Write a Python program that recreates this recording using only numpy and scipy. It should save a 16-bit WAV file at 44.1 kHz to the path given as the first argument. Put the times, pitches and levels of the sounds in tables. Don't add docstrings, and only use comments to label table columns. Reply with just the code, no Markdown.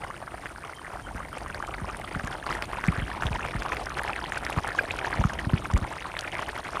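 import sys
import numpy as np
from scipy import signal
from scipy.fft import rfft, irfft, next_fast_len
from scipy.io import wavfile
from scipy.ndimage import map_coordinates

SR = 44100
rng = np.random.default_rng(int(sys.argv[2]) if len(sys.argv) > 2 else 0)


def wav_out(sig):
    wavfile.write(sys.argv[1], SR, np.round(np.clip(np.atleast_2d(sig).T, -1, 1) * 32767).astype(np.int16))


N = 299880

# frequency in Hz, relative level in dB.
FIZZ_COLOUR = [(1500, 0), (3200, 12.5), (5300, 4), (7500, 1.5), (11200, 3.5), (12200, -10), (15500, -20)]
# frequency in Hz, gain in dB.
SPRAY_GAIN = [(1000, -4), (4000, -1), (5300, 0), (8000, -3), (11200, -2), (12200, -6), (15500, -11)]
# frequency in Hz, gain in dB.
SAUCE_GAIN = [(1000, -0.5), (2700, 1), (3600, 4), (5000, -18), (8000, -15), (12000, -21), (15500, -32)]
POP_OVER_DB = 15.5


def amp(db):
    return 10 ** (np.asarray(db) / 20)


def unit(x):
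    return x / np.sqrt(np.mean(x ** 2) + 1e-20)


def curves(rows):
    s, *columns = np.transpose(rows)
    t = np.arange(N) / SR
    return [np.interp(t, s, column) for column in columns]


def wobble(rate):
    points = rng.standard_normal(int(N * rate / SR) + 4)
    return map_coordinates(points, [np.arange(N) * rate / SR])


def filtered(x, response):
    size = next_fast_len(N + SR // 4)
    gain = response(np.fft.rfftfreq(size, 1 / SR))
    return irfft(rfft(x, size) * gain, size)[..., :N]


def coloured(x, spectrum):
    hz, db = np.transpose(spectrum)
    return filtered(x, lambda f: amp(np.interp(np.log(f + 1), np.log(hz), db)))


def noise(spectrum):
    return unit(coloured(rng.standard_normal(N), spectrum))


def placed(starts, waves):
    first = np.round(np.abs(starts) * SR).astype(int)
    index = first[:, None] + np.arange(waves.shape[1])
    return np.bincount(index.ravel(), waves.ravel(), N)[:N]


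def rings(starts, db, hz, t60, rise, size):
    t = np.arange(size) / SR
    age = t / np.abs(t60)[:, None]
    phase, opening = rng.random((len(hz), 2)).T[:, :, None]
    pitch = hz[:, None] * (1 + rise * opening ** 2 * (np.minimum(age, 1) - .2))
    build = 1 - np.exp(-2 * t * hz[:, None])
    decay = np.exp(-np.log(1000) * age ** 1.35)
    tone = np.sin(2 * np.pi * (phase + np.cumsum(pitch, 1) / SR))
    return placed(starts, amp(db)[:, None] * build * decay * tone)


def swarm(activity, centre_hz, octaves, cycles, spread_db, rise, count, size):
    share = np.cumsum(activity) / np.sum(activity)
    starts = np.interp(rng.random(count), share, np.arange(N) / SR)
    bore, life, force = np.sqrt(6) * rng.triangular(-1, 0, 1, (3, count))
    hz = centre_hz * 2 ** (octaves * bore)
    t60 = cycles / hz * np.exp(0.3 * life)
    return unit(rings(starts, spread_db * force, hz, t60, rise, size=size))


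def scattered(level_db, scatter_db, centre_hz, octaves, count):
    slot, force, bore = rng.triangular(-1, 0, 1, (count, 3)).T
    s = np.clip((np.arange(count) + .5 + slot) / count, 0, 1) * (N - 1) / SR
    db = level_db[(s * SR).astype(int)] + scatter_db * np.sqrt(6) * force
    return s, db, centre_hz * 2 ** (octaves * np.sqrt(6) * bore)


def boil_db():
    # time in seconds, level in dB.
    slow_boil = [(0.0, -42.5), (1.02, -43), (1.48, -41), (1.93, -40), (2.9, -38), (4.79, -36), (5.23, -36),
                 (5.43, -38.5), (6.7, -38.5), (6.8, -38)]
    # time of the middle in seconds, gain in dB, half length in seconds.
    heaves = [(2.512, 7, .05), (2.819, 3.5, .05), (3.662, 2, 0.066), (4.428, 2, 0.072), (5.109, 5, .07)]
    level, = curves(slow_boil)
    t = np.arange(N) / SR
    return level + sum(db * np.exp(-((t - s) / half) ** 2) for s, db, half in heaves)


def treble_db():
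    level = boil_db()
    return level.mean() + 0.94 * (level - level.mean())


def pop_rows():
    # start in seconds, level in dB, middle pitch in Hz, time to decay by 60 dB in seconds.
    loud_pops = [(0.1022, -23.5, 1140, 0.017), (0.4577, -13, 1750, 0.003), (0.4685, -15, 1560, 0.0017),
                 (0.6955, -24, 1276, 0.0081), (1.37, -20.5, 878, .012), (1.4613, -18.5, 1075, 0.0062),
                 (1.5, -20.5, 1498, .01), (1.6016, -23.5, 1207, 0.018), (1.6259, -14, 1465, 0.005),
                 (1.8985, -24.5, 1207, 0.022), (2.1495, -16, 1380, 0.0073), (2.1967, -16, 1598, 0.0059),
                 (2.2734, -15.5, 1485, 0.0032), (2.4657, -16.5, 1120, 0.0065), (2.5065, -17, 1300, 0.012),
                 (2.5265, -11.5, 1847, 0.0033), (2.6237, -7.5, 1837, 0.0016), (2.7315, -19, 1160, 0.0094),
                 (2.84, -8, 1637, .0023), (2.8847, -16, 2176, 0.0077), (2.9248, -18.5, 1195, 0.013),
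                 (3.02, -22, 1544, 0.01), (3.223, -10, 1433, .004), (3.2343, -9.5, 1382, 0.0031),
                 (3.2677, -13.5, 3250, 0.002), (3.4497, -11.5, 1158, 0.0038), (3.6217, -10, 1170, 0.0019),
                 (3.7211, -14.5, 1924, 0.0063), (3.7686, -18, 2100, .005), (3.97, -19.5, 1396, 0.0056),
                 (3.9939, -13, 1538, 0.0078), (4.0494, -16, 900, 0.0068), (4.0782, -15.5, 2020, 0.0038),
                 (4.095, -14, 1255, 0.0076), (4.162, -18, 1932, .007), (4.1904, -19, 1370, 0.0084),
                 (4.3214, -13, 1726, 0.0055), (4.3726, -18, 1510, 0.014), (4.4657, -10.5, 1850, 0.0031),
                 (4.5272, -20, 2570, 0.0047), (4.5762, -19, 1020, 0.013), (4.586, -14, 1151, 0.0084),
                 (4.6892, -10.5, 1640, 0.0026), (4.789, -9, 1585, 0.02), (4.9088, -13, 2450, 0.0055),
                 (5.0466, -16, 1651, 0.01), (5.2133, -15.5, 813, 0.011), (5.2397, -11.5, 1280, 0.011),
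                 (5.391, -18.5, 1902, 0.012), (5.6557, -15, 1382, 0.0063), (5.7664, -13.5, 1050, 0.0067),
                 (6.1671, -13.5, 1715, .0033), (6.1904, -12.5, 2950, 0.0017), (6.2787, -15.5, 1962, 0.0031),
                 (6.3527, -15, 2080, 0.004), (6.392, -18, 1055, 0.018), (6.424, -15.5, 985, 0.0053),
                 (6.491, -21.5, 1770, 0.012), (6.7701, -14, 1200, 0.01)]
    drain_s, drain_db = .03, -8.0
    loud = np.transpose(loud_pops)
    s, db, hz = scattered(boil_db() + POP_OVER_DB, scatter_db=1.65, centre_hz=1325, octaves=0.435, count=125)
    haste = rng.uniform(-0.9, 1, len(s))
    gap = np.abs(s[:, None] - loud[0]).min(axis=1)
    db = db + 2.0 * haste + drain_db * np.exp(-(gap / drain_s) ** 2)
    t60 = 12.9 / hz / 2 ** haste
    return np.hstack([loud, [s, db, hz, t60]])


def crowding(rows):
    s, db = rows[:2]
    over = amp(db - boil_db()[(s * SR).astype(int)] - POP_OVER_DB)
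    t = np.arange(-SR // 16, SR // 16) / SR
    crowd_shape = np.exp(-(t / .018) ** 2)
    near = signal.fftconvolve(placed(s, over[:, None]), crowd_shape, "same")
    return np.tanh(near / 2)


def simmer(rows):
    # frequency in Hz, relative level in dB.
    churn_colour = [(120, 5), (220, -7), (340, 2.5), (480, -2), (700, 2), (1400, -8.5), (2300, -9.5),
                    (3200, -17.5), (4500, -37), (8000, -52), (16000, -90)]
    crowd = crowding(rows)
    surge_db = 3.5 * (crowd - crowd.mean()) + 1.2 * wobble(16) + 2.8 * wobble(70)
    activity = amp(1.1 * surge_db)
    blips = swarm(activity, centre_hz=721, octaves=0.21, cycles=3.0, spread_db=2.0, rise=0.44, count=680, size=1100)
    small = swarm(activity, centre_hz=1508, octaves=0.496, cycles=13.0, spread_db=5.5, rise=0.99,
                  count=1800, size=800)
    churn = noise(churn_colour) * amp(surge_db)
    mix = amp(-7.0) * blips + amp(-2.5) * small + amp(-5.0) * churn
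    body = amp(boil_db() + 0.38) * mix
    tiny = swarm(activity, centre_hz=4680, octaves=0.58, cycles=14.6, spread_db=5.5, rise=0.78,
                 count=2800, size=300)
    fizz = noise(FIZZ_COLOUR) * amp(0.77 * surge_db + 4.1 * wobble(400))
    bright = amp(3.5) * coloured(tiny, SPRAY_GAIN) + amp(-5.0) * fizz
    return coloured(body, SAUCE_GAIN) + amp(treble_db() - 17) * bright


def air():
    # start in seconds, level in dB,
    # pitch in Hz (it falls from 1.15 towards 0.15 times this), time scale in seconds.
    puffs = [(1.149, -28, 247, 0.011), (1.815, -29, 249, 0.028), (2.158, -24.5, 260.2, 0.019),
             (2.239, -24, 220, .014), (2.881, -15.5, 255, 0.022), (2.978, -24.5, 203, 0.021),
             (3.018, -25, 245, 0.023), (3.25, -22, 173.7, 0.026), (3.305, -27, 207.3, 0.033),
             (3.549, -24, 196, 0.032), (4.57, -19, 245.6, .018), (5.191, -17, 173.3, 0.022),
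             (5.249, -16, 223, 0.015), (5.468, -20, 250, .016), (5.533, -12, 251, 0.018),
             (5.735, -13.5, 141, 0.035), (5.819, -21.5, 161, 0.026)]
    # time in seconds, relative level in dB.
    draught_levels = [(0.0, -51.5), (0.36, -51), (0.74, -56), (1.21, -46), (2.29, -47), (3.35, -43),
                      (4.85, -50), (5.38, -40), (5.68, -41), (5.96, -52), (6.63, -53), (6.8, -50)]
    # frequency in Hz, relative level in dB.
    rumble_colour = [(18, -46), (32, -10), (48, 3.5), (62, -1.5), (85, -7), (160, -10), (330, -14.5),
                     (700, -43), (3000, -100)]
    eddy_colour = [(30, -2), (100, -10), (180, 5), (330, -12), (700, -23), (2000, -50), (6000, -100)]
    s, db, hz, length = np.transpose(puffs)
    age = np.arange(SR // 8) / SR / length[:, None]
    pitch = hz[:, None] * (.15 + np.exp(-age / .4))
    rise = age / 0.33
    swell = amp(db)[:, None] * (rise * np.exp(1 - rise)) ** 1.04
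    thumps = placed(s, swell * np.sin(2 * np.pi * np.cumsum(pitch, 1) / SR))
    turbulence = amp(-13) * placed(s, swell) * noise(eddy_colour)
    wake = placed(s, amp(db - 19.0)[:, None] * age * np.exp(1 - age ** 2))
    draught_db, = curves(draught_levels)
    draught = amp(draught_db + 3.0 + 1.16 * wobble(8.4))
    return amp(1) * thumps + turbulence + (wake + draught) * noise(rumble_colour)


def pops(rows):
    # frequency in Hz, relative level in dB.
    smack_colour = [(150, 3), (500, 6.5), (1000, 4.5), (2400, 4.5), (3200, 1.5), (4200, -29), (8000, -14),
                    (15000, -26)]
    neighbour_db, tear_db = -11, -18.5
    s, db, hz, t60 = rows
    cavity = rings(s, db + 0.5, hz, t60, rise=1.0, size=1100)
    parent = np.repeat(np.arange(len(s)), 2)
    lag, ratio = rng.standard_normal((len(parent), 2)).T
    starts = s[parent] + .002 + .004 * lag
    neighbour_hz = hz[parent] * 2 ** (.1 + .38 * ratio)
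    neighbours = rings(starts, db[parent] + neighbour_db, neighbour_hz, t60[parent] * .9, rise=.5, size=800)
    t = np.arange(-SR // 100, SR // 40) / SR
    fade = np.where(t < 0, -t / .005, t / .014)
    tear = placed(s + t[0] + .0005, amp(db[:, None] + tear_db - 60 * fade))
    return coloured(cavity + neighbours, SAUCE_GAIN) + tear * noise(smack_colour)


def pot():
    # frequency in Hz, gain in dB.
    upper_ring = [(1500, -52), (2300, -3), (3400, 1.5), (4200, 0.5), (5500, -11), (8000, -35)]
    over_rim_s, over_rim_takes_s = 2.2, 0.8
    shaded_db, open_db = -4.0, 0.5
    rows = pop_rows()
    bubbling = pops(rows) + simmer(rows)
    in_view = (1 + np.tanh((np.arange(N) / SR - over_rim_s) / over_rim_takes_s)) / 2
    ring_gain = amp(shaded_db + (open_db - shaded_db) * in_view)
    return bubbling + (ring_gain - 1) * coloured(bubbling, upper_ring)


def bird():
    # start in seconds, level in dB, base pitch in Hz before arch and flutter.
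    bird_notes = [(.05, -59, 2950), (.73, -50, 3150), (1.014, -52, 3143), (1.319, -52, 3120),
                  (1.61, -53, 3080)]
    s, db, hz = np.transpose(bird_notes)
    note_s = 0.08
    arch = np.sin(np.pi * np.minimum(np.arange(SR // 5) / SR / note_s, 1))
    flutter = wobble(200)[:len(s) * len(arch)].reshape(len(s), -1)
    pitch = hz[:, None] * (.975 + 0.0302 * arch + 0.024 * flutter)
    tone = np.sin(2 * np.pi * np.cumsum(pitch, 1) / SR)
    notes = placed(s, amp(db)[:, None] * arch * tone)
    return notes * (1 + 0.65 * wobble(120))


def spatter():
    # start in seconds, level in dB before later gains, middle pitch in Hz.
    sharp_ticks = [(1.383, -37, 8750), (1.5459, -37, 4430), (1.97, -36, 9480), (2.2736, -37, 6800),
                   (2.623, -33, 4900), (2.8755, -36, 8190), (3.8584, -35, 5390), (3.8952, -39, 6300),
                   (4.034, -33, 10430), (4.379, -34, 8680), (4.4503, -32, 5520), (4.5024, -33.5, 11000),
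                   (4.677, -33, 8495), (5.3353, -36, 6340), (5.737, -34.5, 7200), (5.7768, -32.5, 7500),
                   (6.1916, -28.5, 4500), (6.2093, -31.5, 6560)]
    lesser = scattered(treble_db() - 6.5, scatter_db=2.6, centre_hz=7820, octaves=0.36, count=70)
    s, db, hz = np.hstack([np.transpose(sharp_ticks), lesser])
    ticks = rings(s, db + 11.5, hz, 14 / hz, rise=0.58, size=250)
    t = np.arange(SR // 30) / SR
    spit_db = db[:, None] - 3.0 - 60 * t / 0.017
    spit = placed(s, amp(spit_db)) * noise(FIZZ_COLOUR)
    return coloured(ticks, SPRAY_GAIN) + spit


def scene():
    # frequency in Hz, relative level in dB.
    hiss_colour = [(1000, 12.5), (4000, 2.5), (5300, 0.5), (7800, -4), (8500, 5.5), (9050, 12), (9800, 3),
                   (11400, -8), (12000, -6), (14500, -8.5), (15600, -27)]
    mid = pot() + spatter() + air() + bird() + amp(-55.0) * noise(hiss_colour)
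    side = amp(-74) * noise([(3000, -33), (5000, -15.0), (10500, -6), (11800, 5), (15000, -2)])
    lean = filtered(mid, lambda f: 0.29 / (1 + (11800 / (f + 1)) ** 20))
    return np.array([mid + side + lean, mid - side - lean])


def record(dry):
    top_hz, bass_hz = 15600, 30
    return filtered(dry, lambda f: (f < top_hz) * f ** 2 / np.sqrt(f ** 4 + bass_hz ** 4))


dry = scene()
out = record(dry)
wav_out(out)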